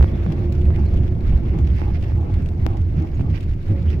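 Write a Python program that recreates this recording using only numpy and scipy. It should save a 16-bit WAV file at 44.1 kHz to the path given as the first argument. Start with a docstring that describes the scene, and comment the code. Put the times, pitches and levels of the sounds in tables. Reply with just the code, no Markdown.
"""Inside a car rolling slowly along a dirt track, the side window open on a pasture.
Ruts force the cabin air into a booming resonance and shake the body panels; air buffets the window.
The tyres roar and thud on stones, the suspension judders, and gearing and engine hum faintly.
Loose trim ticks and squeaks over a hiss of grit. Close to the microphone there are a few rustles,
and pressure steps at its ports make small pops and one sharp click."""
import sys
import numpy as np
from scipy import signal
from scipy.io import wavfile

SR = 44100
rng = np.random.default_rng(int(sys.argv[2]) if len(sys.argv) > 2 else 0)


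def wav_out(sig):
    """Save sig, one row per channel (or a flat mono array), as 16-bit PCM at SR to the path in sys.argv[1]."""
    wavfile.write(sys.argv[1], SR, np.round(np.clip(np.atleast_2d(sig).T, -1, 1) * 32767).astype(np.int16))


N = 176400
T = np.arange(N) / SR

# Spectra give relative level per hertz; balance is left minus right.
# drive of the cabin boom by the ruts: t/s, level/dB
BOOM_LEVEL = [(0.04, -9.5), (0.05, -23), (0.53, -23), (0.69, -13), (0.77, -21.5), (0.85, -16.5),
              (0.91, -25.5), (0.93, -15.5), (1.2, -25), (1.36, -9), (1.39, -23), (1.5, -13.5),
              (1.55, -25.5), (1.62, -17), (2.08, -24), (2.16, -15.5), (2.3, -32), (2.33, -16.5),
              (2.61, -28), (2.64, -16), (2.68, -24), (2.83, -18), (2.95, -22.5), (2.97, -21.5),
              (3.16, -24.5), (3.21, -22.5), (3.24, -31.5), (3.33, -14), (3.36, -33), (3.53, -19),
              (3.6, -40.5), (3.71, -19), (3.74, -18), (3.96, -21)]
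# centre of the boom, shifting with rut spacing: t/s, f/Hz
BOOM_PITCH = [(0, 82.3), (.35, 80.63), (.55, 73.1), (.78, 71.67), (.95, 76.35), (1.2, 81.36), (1.36, 68.23),
              (1.65, 69.3), (1.85, 66.5), (2.12, 86.18), (2.35, 79.57), (2.55, 78.27), (2.8, 81.16),
              (3.05, 77.4), (3.3, 77.14), (3.5, 82.2), (3.75, 89.66), (4, 75.2)]
# steady shaking of the panels: t/s, level/dB
PANEL_LEVEL = [(0, -25.5), (.5, -24.5), (.95, -25), (1.15, -24.5), (1.4, -24), (1.8, -25), (2.1, -26),
               (2.3, -28), (2.55, -27), (2.72, -27.5), (2.84, -29.5), (3.14, -27), (3.5, -26.5),
               (3.62, -31), (3.8, -27), (4, -25)]
# panel spectrum: f/Hz, level/dB
PANEL_SPECTRUM = [(60, -20.5), (90, 7.5), (115, -2), (150, -6), (200, -9.5), (255, -13.5), (325, -12),
                  (410, -24.5), (520, -35.5), (900, -72)]
# jolts on deep ruts: centre t/s, length/s, level/dB
JOLTS = [(0.13, 0.042, -28), (0.311, 0.094, -23.5), (0.722, 0.18, -30), (0.983, 0.11, -27.5),
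         (1.561, 0.048, -23.5), (1.985, 0.038, -27), (2.412, 0.093, -23), (2.67, 0.043, -25.5),
         (2.979, 0.08, -21.5), (3.234, 0.053, -19.5), (3.319, 0.04, -23), (3.718, 0.027, -16),
         (3.822, 0.069, -25), (3.952, 0.047, -21)]
# jolt spectrum: f/Hz, level/dB
JOLT_SPECTRUM = [(75, -13.5), (105, -3), (150, 3), (195, -8), (255, -16.5), (330, -21.5), (500, -34.5)]
# buffeting at the window: f/Hz, level/dB
BUFFET_SPECTRUM = [(15, 1.5), (24, -5.5), (31, -9.5), (40, -4.5), (50, -11), (70, -27.5), (140, -41)]
# tyre roar: t/s, level/dB
ROAR_LEVEL = [(0, -31.5), (.7, -34.5), (1.4, -35), (2.1, -38), (2.6, -38.5), (2.87, -40.5), (3.5, -41),
              (4, -39)]
# roar spectrum: f/Hz, level/dB
ROAR_SPECTRUM = [(150, 15), (350, -1.5), (500, 0.5), (680, -4), (850, -8), (1100, -18.5), (1600, -37.5),
                 (3000, -33.5)]
# rough ground: centre t/s, length/s, groan level/dB, clatter level/dB
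ROUGH_PATCHES = [(0.374, 0.15, -34.5, -45), (0.788, 0.039, -34, -40.5), (1.334, 0.033, -47.5, -46.5),
                 (1.57, 0.082, -30.5, -44), (1.856, 0.11, -34, -40.5), (2.245, 0.15, -33.5, -43),
                 (2.72, 0.13, -35, -40), (3.032, 0.057, -29.5, -41.5), (3.261, 0.057, -33.5, -42.5),
                 (3.737, 0.11, -33, -51)]
# low chassis modes: f/Hz, bandwidth/Hz, relative level/dB
GROAN_MODES = [(267, 31, -2.5), (319, 40, 1)]
# high chassis modes: f/Hz, bandwidth/Hz, relative level/dB
CLATTER_MODES = [(695, 26, 2.5), (799, 70, 4), (935, 50, -5.5), (1088, 110, -7), (1370, 36, -16.5)]
# stones under the tyres: t/s, level/dB
THUDS = [(0.261, -42), (0.706, -35.5), (0.778, -36), (1.328, -38), (3, -49)]
# thud spectrum: f/Hz, level/dB
THUD_SPECTRUM = [(250, 8.5), (550, 8), (850, -9.5), (1300, -5), (2500, -17)]
# knocks on the microphone: t/s, step level/dB, edge f/Hz, port (0 left, 1 right)
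POPS = [(.009, -1.5, 1310, 1), (.0113, -17, 1600, 1), (.0272, -7.5, 5050, 1), (.0433, -4, 2030, 1),
        (.264, -8.5, 1930, 1), (.705, -10, 1800, 1), (1.7915, -12, 1500, 1), (1.8175, -5.5, 1674, 1),
        (2.12, -13.5, 1500, 1), (3.195, -12, 1400, 1), (3.2095, -12.5, 2530, 1), (2.6651, -4.5, 8000, 0)]
# gear whine, following road speed: t/s, f/Hz, level/dB
WHINE = [(0, 345.7, -41), (.3, 350.9, -38.5), (.62, 358.8, -34), (.8, 360.3, -39.5), (1.1, 361.4, -42.5),
         (1.5, 365, -47), (2.2, 362.3, -53), (3, 358.3, -54), (3.7, 355.5, -50.5), (4, 370.8, -44)]
# drone of the pulling engine: t/s, level/dB
DRONE_LEVEL = [(0, -35.5), (.45, -37.5), (.7, -32), (1.0, -32.5), (1.2, -34), (1.6, -45.5), (4, -46)]
# engine partials: ratio to the whine's frequency, relative level/dB
DRONE_PARTIALS = [(.317, 0.5), (.392, -3.5), (.572, -3.5), (1.59, -22.5), (1.87, -25.5)]
# ticks of loose trim: t/s, level/dB, balance/dB
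TICKS = [(0.322, -40, 5), (.459, -50, 5), (.523, -37.5, 6), (0.551, -41, 2), (0.613, -43, -2),
         (0.654, -42, 0), (0.703, -49, -12), (.760, -43, 1), (0.855, -45.5, 4), (0.942, -48, 2),
         (1.078, -41, 9), (1.28, -46, 6), (1.671, -42, -5), (2.038, -41, -12), (2.488, -45, 15),
         (2.77, -40.5, -4), (3.117, -48, -10), (3.406, -46, 0)]
# tick spectrum: f/Hz, level/dB
TICK_SPECTRUM = [(500, -18), (1500, -1.5), (2500, 9), (4000, 0), (5800, -4), (8000, -5.5), (10000, -14.5),
                 (13000, -25), (17000, -17.5)]
# rubs beside the microphone: centre t/s, length/s, level/dB, balance/dB
RUSTLES = [(0.03, 0.023, -45, -19), (1.066, .04, -60.5, 14), (1.788, 0.1, -46, -2.5),
           (1.954, 0.027, -42.5, -23), (2.087, 0.082, -50, -3), (3.15, 0.03, -58, 5), (3.307, .015, -49, 0),
           (3.361, 0.033, -40, -15), (3.925, 0.049, -44, -7)]
# rustle spectrum: f/Hz, level/dB
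RUSTLE_SPECTRUM = [(500, 1), (1000, -4.5), (1600, 0), (2300, 8.5), (3400, -12), (4800, -3), (7000, -24.5),
                   (9500, -18), (13000, -32.5), (17000, -40.5)]
# squeaks of seals and springs: centre t/s, length/s, f/Hz, level/dB
SQUEAKS = [(0.084, 0.0088, 3270, -52), (.145, 0.021, 3550, -58), (.28, .012, 3380, -59),
           (0.869, 0.024, 4250, -57.5), (.98, 0.015, 3050, -57), (3.153, 0.018, 6800, -61),
           (3.754, 0.098, 547, -42), (3.89, 0.016, 3110, -49.5)]
# hiss of grit: t/s, level/dB
HISS_LEVEL = [(0, -47.5), (.48, -51.5), (.6, -51), (1.08, -50.5), (1.15, -57), (1.24, -51), (1.3, -47),
              (1.42, -54), (1.5, -49.5), (1.87, -53), (1.91, -52.5), (2.2, -53.5), (2.46, -49), (2.55, -59),
              (2.63, -49.5), (2.87, -56), (2.96, -53.5), (3.1, -51), (3.27, -54.5), (3.5, -50.5),
              (3.56, -58.5), (3.68, -49.5), (3.85, -50.5), (4, -54.5)]
# hiss spectrum: f/Hz, level/dB
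HISS_SPECTRUM = [(600, -12.5), (1200, 2.5), (1700, 2), (2250, 1.5), (3200, -7), (4200, -11.5), (5300, -13),
                 (7000, -21), (9000, -21), (12000, -32), (17000, -31.5)]
# even rush of air: f/Hz, level/dB
AIR_SPECTRUM = [(3500, -0.5), (5300, -1), (7000, -6.5), (9000, -6.5), (12000, -15.5), (17000, -15)]
# likeness of left and right noise: f/Hz, correlation
CORRELATION = [(30, 0.99), (100, 0.93), (180, 0.98), (340, 0.65), (700, 0.013), (1400, 0), (2800, 0),
               (5600, 0), (11000, 0.046)]
# sideways lean of the cabin noise: f/Hz, balance/dB
BALANCE = [(30, -2), (130, -0.5), (330, -2), (500, 4), (750, 5), (1200, -1.5), (2200, -2.5), (4500, 1.5),
           (9000, 5.5)]
# colouring by the microphone ports: f/Hz, gain/dB, Q
PORT_COLOUR = [(9100, -10.5, 1.27), (12700, 7.5, 3.1)]

LOW_BALANCE_DB = -2  # boom, groan and drivetrain lie slightly to the right


def from_db(db):
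    """Amplitude ratio for a level in decibels."""
    return 10 ** (np.asarray(db) / 20)


def unit_rms(x):
    """Normalisation to unit mean power."""
    return x / np.sqrt(np.mean(x ** 2) + 1e-20)


def in_time(rows):
    """Linear interpolation of each column at every sample."""
    times, *columns = np.transpose(rows)
    return [np.interp(T, times, column) for column in columns]


def at_hz(points, hz):
    """Interpolation on a logarithmic frequency axis."""
    f, value = np.transpose(points)
    return np.interp(np.log(hz), np.log(f), value)


def pan(db):
    """Constant-power left and right gains for a level difference."""
    return unit_rms(from_db(np.array([[db], [-db]]) / 2))


def drift(corner_hz):
    """Random wander of unit rms: noise through a two-pole low-pass."""
    hop, settle = 40, 2000  # samples per step, steps discarded
    pole = np.exp(-2 * np.pi * corner_hz * hop / SR)
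    white = rng.standard_normal(N // hop + settle + 2)
    slow = signal.lfilter([1], [1, -2 * pole, pole * pole], white)[settle:]
    return np.interp(np.arange(N) / hop, np.arange(len(slow)), unit_rms(slow))


def noise(spectrum, flicker_db, flicker_hz):
    """Partly correlated stereo noise of unit rms, in third-octave bands whose levels flicker."""
    edges = 14 * 2 ** (np.arange(32) / 3)
    white = rng.standard_normal((2, 2, N + SR // 2))
    shared, out = drift(flicker_hz), 0
    for k, (low, high) in enumerate(zip(edges, edges[1:])):
        hz, own = np.sqrt(low * high), drift(flicker_hz)
        if not spectrum[0][0] <= hz <= spectrum[-1][0]:
            continue
        bandpass = signal.butter(2, [low, high], "band", fs=SR, output="sos")
        mid, side = signal.sosfilt(bandpass, white[k % 2])[:, -N:]
        alike = at_hz(CORRELATION, hz)
        band = np.sqrt(1 + alike) * mid + np.sqrt(1 - alike) * side * [[1], [-1]]
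        gain = from_db(at_hz(spectrum, hz) + flicker_db * (shared + own))
        out = out + gain * pan(at_hz(BALANCE, hz)) * band
    return unit_rms(out)


def swell(centre, length):
    """Gaussian envelope; the length spans two standard deviations."""
    return np.exp(-2 * ((T - centre) / length) ** 2)


def resonate(x, modes, detune=1):
    """Superposition of steep-skirted resonances, all detuned by one ratio; unit rms."""
    out = 0
    for hz, width, db in modes:
        b, a = signal.iirpeak(hz * detune, hz / (1.5 * width), fs=SR)
        out = out + from_db(db) * signal.lfilter(b, a, signal.lfilter(b, a, x + 1e-18))
    return unit_rms(out)


def cabin_boom():
    """Cavity resonance: road shocks keep the cabin air booming in a narrow, restless low band."""
    wander_hz, compression, gain_db = 18.7, 0.49, 1.35
    phase = 2 * np.pi * np.cumsum(in_time(BOOM_PITCH)[0]) / SR
    ring = (drift(wander_hz) + 1j * drift(wander_hz)) * np.exp(1j * phase)
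    evened = ring.real / (np.abs(ring) ** 2 + .15) ** (compression / 2)
    return unit_rms(evened) * from_db(in_time(BOOM_LEVEL)[0] + gain_db) * pan(LOW_BALANCE_DB)


def body_rumble():
    """Forced vibration: the panels shake steadily and lurch on each deep rut."""
    lurch = sum(from_db(db) * swell(t, length) for t, length, db in JOLTS)
    jolts = lurch * noise(JOLT_SPECTRUM, flicker_db=1, flicker_hz=20)
    shake = noise(PANEL_SPECTRUM, flicker_db=0.14, flicker_hz=25)
    return jolts + shake * from_db(in_time(PANEL_LEVEL)[0])


def window_buffet():
    """Unsteady flow at the open window makes very low pressure fluctuations."""
    return noise(BUFFET_SPECTRUM, flicker_db=1, flicker_hz=6.3) * from_db(-28)


def tyre_roar():
    """Random excitation: rubber rolling on dirt radiates broadband noise."""
    return noise(ROAR_SPECTRUM, flicker_db=2.1, flicker_hz=23) * from_db(in_time(ROAR_LEVEL)[0])


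def suspension_judder():
    """Modal ringing: dense shocks excite the chassis, at a slightly new pitch on each rough patch."""
    shocks_per_s, edge_s = 1500, 0.011
    out = np.zeros((2, N))
    for t, length, groan_db, clatter_db in ROUGH_PATCHES:
        near = np.abs(T - t) < .15
        gate = .5 + .5 * np.tanh((length / 2 - np.abs(T[near] - t)) / edge_s)
        shocks = (rng.standard_normal((2, N)) * (rng.random(N) < shocks_per_s / SR))[:, near]
        detune = 1 + .025 * rng.uniform(-1.1, 1)
        groan = from_db(groan_db) * resonate(shocks[0], GROAN_MODES, detune) * pan(LOW_BALANCE_DB)
        clatter = from_db(clatter_db) * resonate(shocks, CLATTER_MODES, detune) * pan(db=1)
        out[:, near] += gate * (groan + clatter)
    return out


def stone_thuds():
    """Damped impacts: stones strike the tyres with dull blows that decay exponentially."""
    attack_s, decay_s = 0.0014, 0.013
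    blows = sum(from_db(db) * np.clip((T - t) / attack_s, 0, 1) * np.exp(-np.abs(T - t) / decay_s)
                for t, db in THUDS)
    return blows * noise(THUD_SPECTRUM, flicker_db=3, flicker_hz=30)


def port_pops():
    """Step response: a knock raises the pressure at one port, and it leaks away in milliseconds."""
    leak_hz, damping = 127, 0.9
    out = np.zeros((2, N))
    for t, db, edge_hz, port in POPS:
        age = np.maximum(T - t, 0)
        edge, phase = 2 * np.pi * edge_hz * age, 2 * np.pi * leak_hz * age
        rise = 1 - (1 + edge) * np.exp(-edge)
        leak = np.exp(-damping * phase) * (np.cos(phase) - damping * np.sin(phase))
        out[port] += from_db(db) * rise * leak
    return out


def drivetrain():
    """Phase locking: the engine's partials keep fixed ratios to one thin, wavering gear whine."""
    wobble, flutter_db = .005, 1.8
    hz, db = in_time(WHINE)
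    phase = 2 * np.pi * np.cumsum(hz * (1 + wobble * drift(7.5))) / SR
    whine = np.sin(phase) * from_db(db + flutter_db * drift(15))
    drone = sum(np.sin(ratio * phase) * from_db(partial_db + flutter_db * drift(4.8))
                for ratio, partial_db in DRONE_PARTIALS)
    return np.sqrt(2) * (whine + drone * from_db(in_time(DRONE_LEVEL)[0])) * pan(LOW_BALANCE_DB)


def trim_and_grit_ticks():
    """Impact transients: a few clear ticks of trim among a Poisson stream of faint ones from grit."""
    grit_per_s, attack_s, decay_s = 66, 0.00029, 0.0042
    grit_db = -59 + 3.5 * np.minimum(rng.exponential(1, N), 4)
    hits = np.ones((2, 1)) * from_db(grit_db) * (rng.random(N) < grit_per_s / SR)
    for t, db, balance in TICKS:
        hits[:, int(t * SR)] += from_db(db) * pan(balance)[:, 0]
    age = T[:SR // 10]
    shape = np.minimum(age / attack_s, 1) * np.exp(-np.maximum(age - attack_s, 0) / decay_s)
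    envelope = signal.fftconvolve(hits, shape[None])[:, :N]
    return envelope * noise(TICK_SPECTRUM, flicker_db=2.5, flicker_hz=8.3)


def rustles():
    """Friction noise: brief grainy rubs, mostly on the right."""
    strokes = sum(from_db(db) * swell(t, length) * pan(balance) for t, length, db, balance in RUSTLES)
    return strokes * noise(RUSTLE_SPECTRUM, flicker_db=3, flicker_hz=240)


def squeaks():
    """Friction tones of seals and springs, made raspy by fast random frequency modulation."""
    warped_time = np.cumsum(1 + .06 * drift(corner_hz=280)) / SR
    return np.sqrt(2) * sum(from_db(db) * swell(t, length) * np.sin(2 * np.pi * hz * warped_time)
                            for t, length, hz, db in SQUEAKS)


def grit_hiss():
    """Resonant colouring: one narrow cabin mode tints the hiss of grit, which lulls on smooth ground."""
    ring_hz, width_hz, ring_db = 2200, 220, -10.5
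    ring = from_db(ring_db) * resonate(rng.standard_normal((2, N)), [(ring_hz, width_hz, 0)])
    grit = noise(HISS_SPECTRUM, flicker_db=2, flicker_hz=19)
    return (grit + ring * pan(at_hz(BALANCE, ring_hz))) * from_db(in_time(HISS_LEVEL)[0])


def air_rush():
    """Stationary flow noise: a faint, even rush of air under the lulls."""
    return noise(AIR_SPECTRUM, flicker_db=0, flicker_hz=20) * from_db(-67.5)


def scene():
    """Linear superposition of all sources at the window."""
    ride = cabin_boom() + body_rumble() + window_buffet() + tyre_roar() + suspension_judder()
    ride = ride + stone_thuds() + port_pops() + drivetrain()
    return ride + trim_and_grit_ticks() + rustles() + squeaks() + grit_hiss() + air_rush()


def record(dry):
    """Filtering: the ports colour the treble; a very short end fade and a steep low-pass follow."""
    fade_s, cutoff_hz = .004, 15800
    for hz, db, q in PORT_COLOUR:
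        dry = dry + (from_db(db) - 1) * signal.lfilter(*signal.iirpeak(hz, q, fs=SR), dry)
    dry = dry * np.minimum((T[-1] - T) / fade_s, 1)
    return signal.sosfilt(signal.ellip(10, .1, 80, cutoff_hz, fs=SR, output="sos"), dry)


dry = scene()
out = record(dry)
wav_out(out)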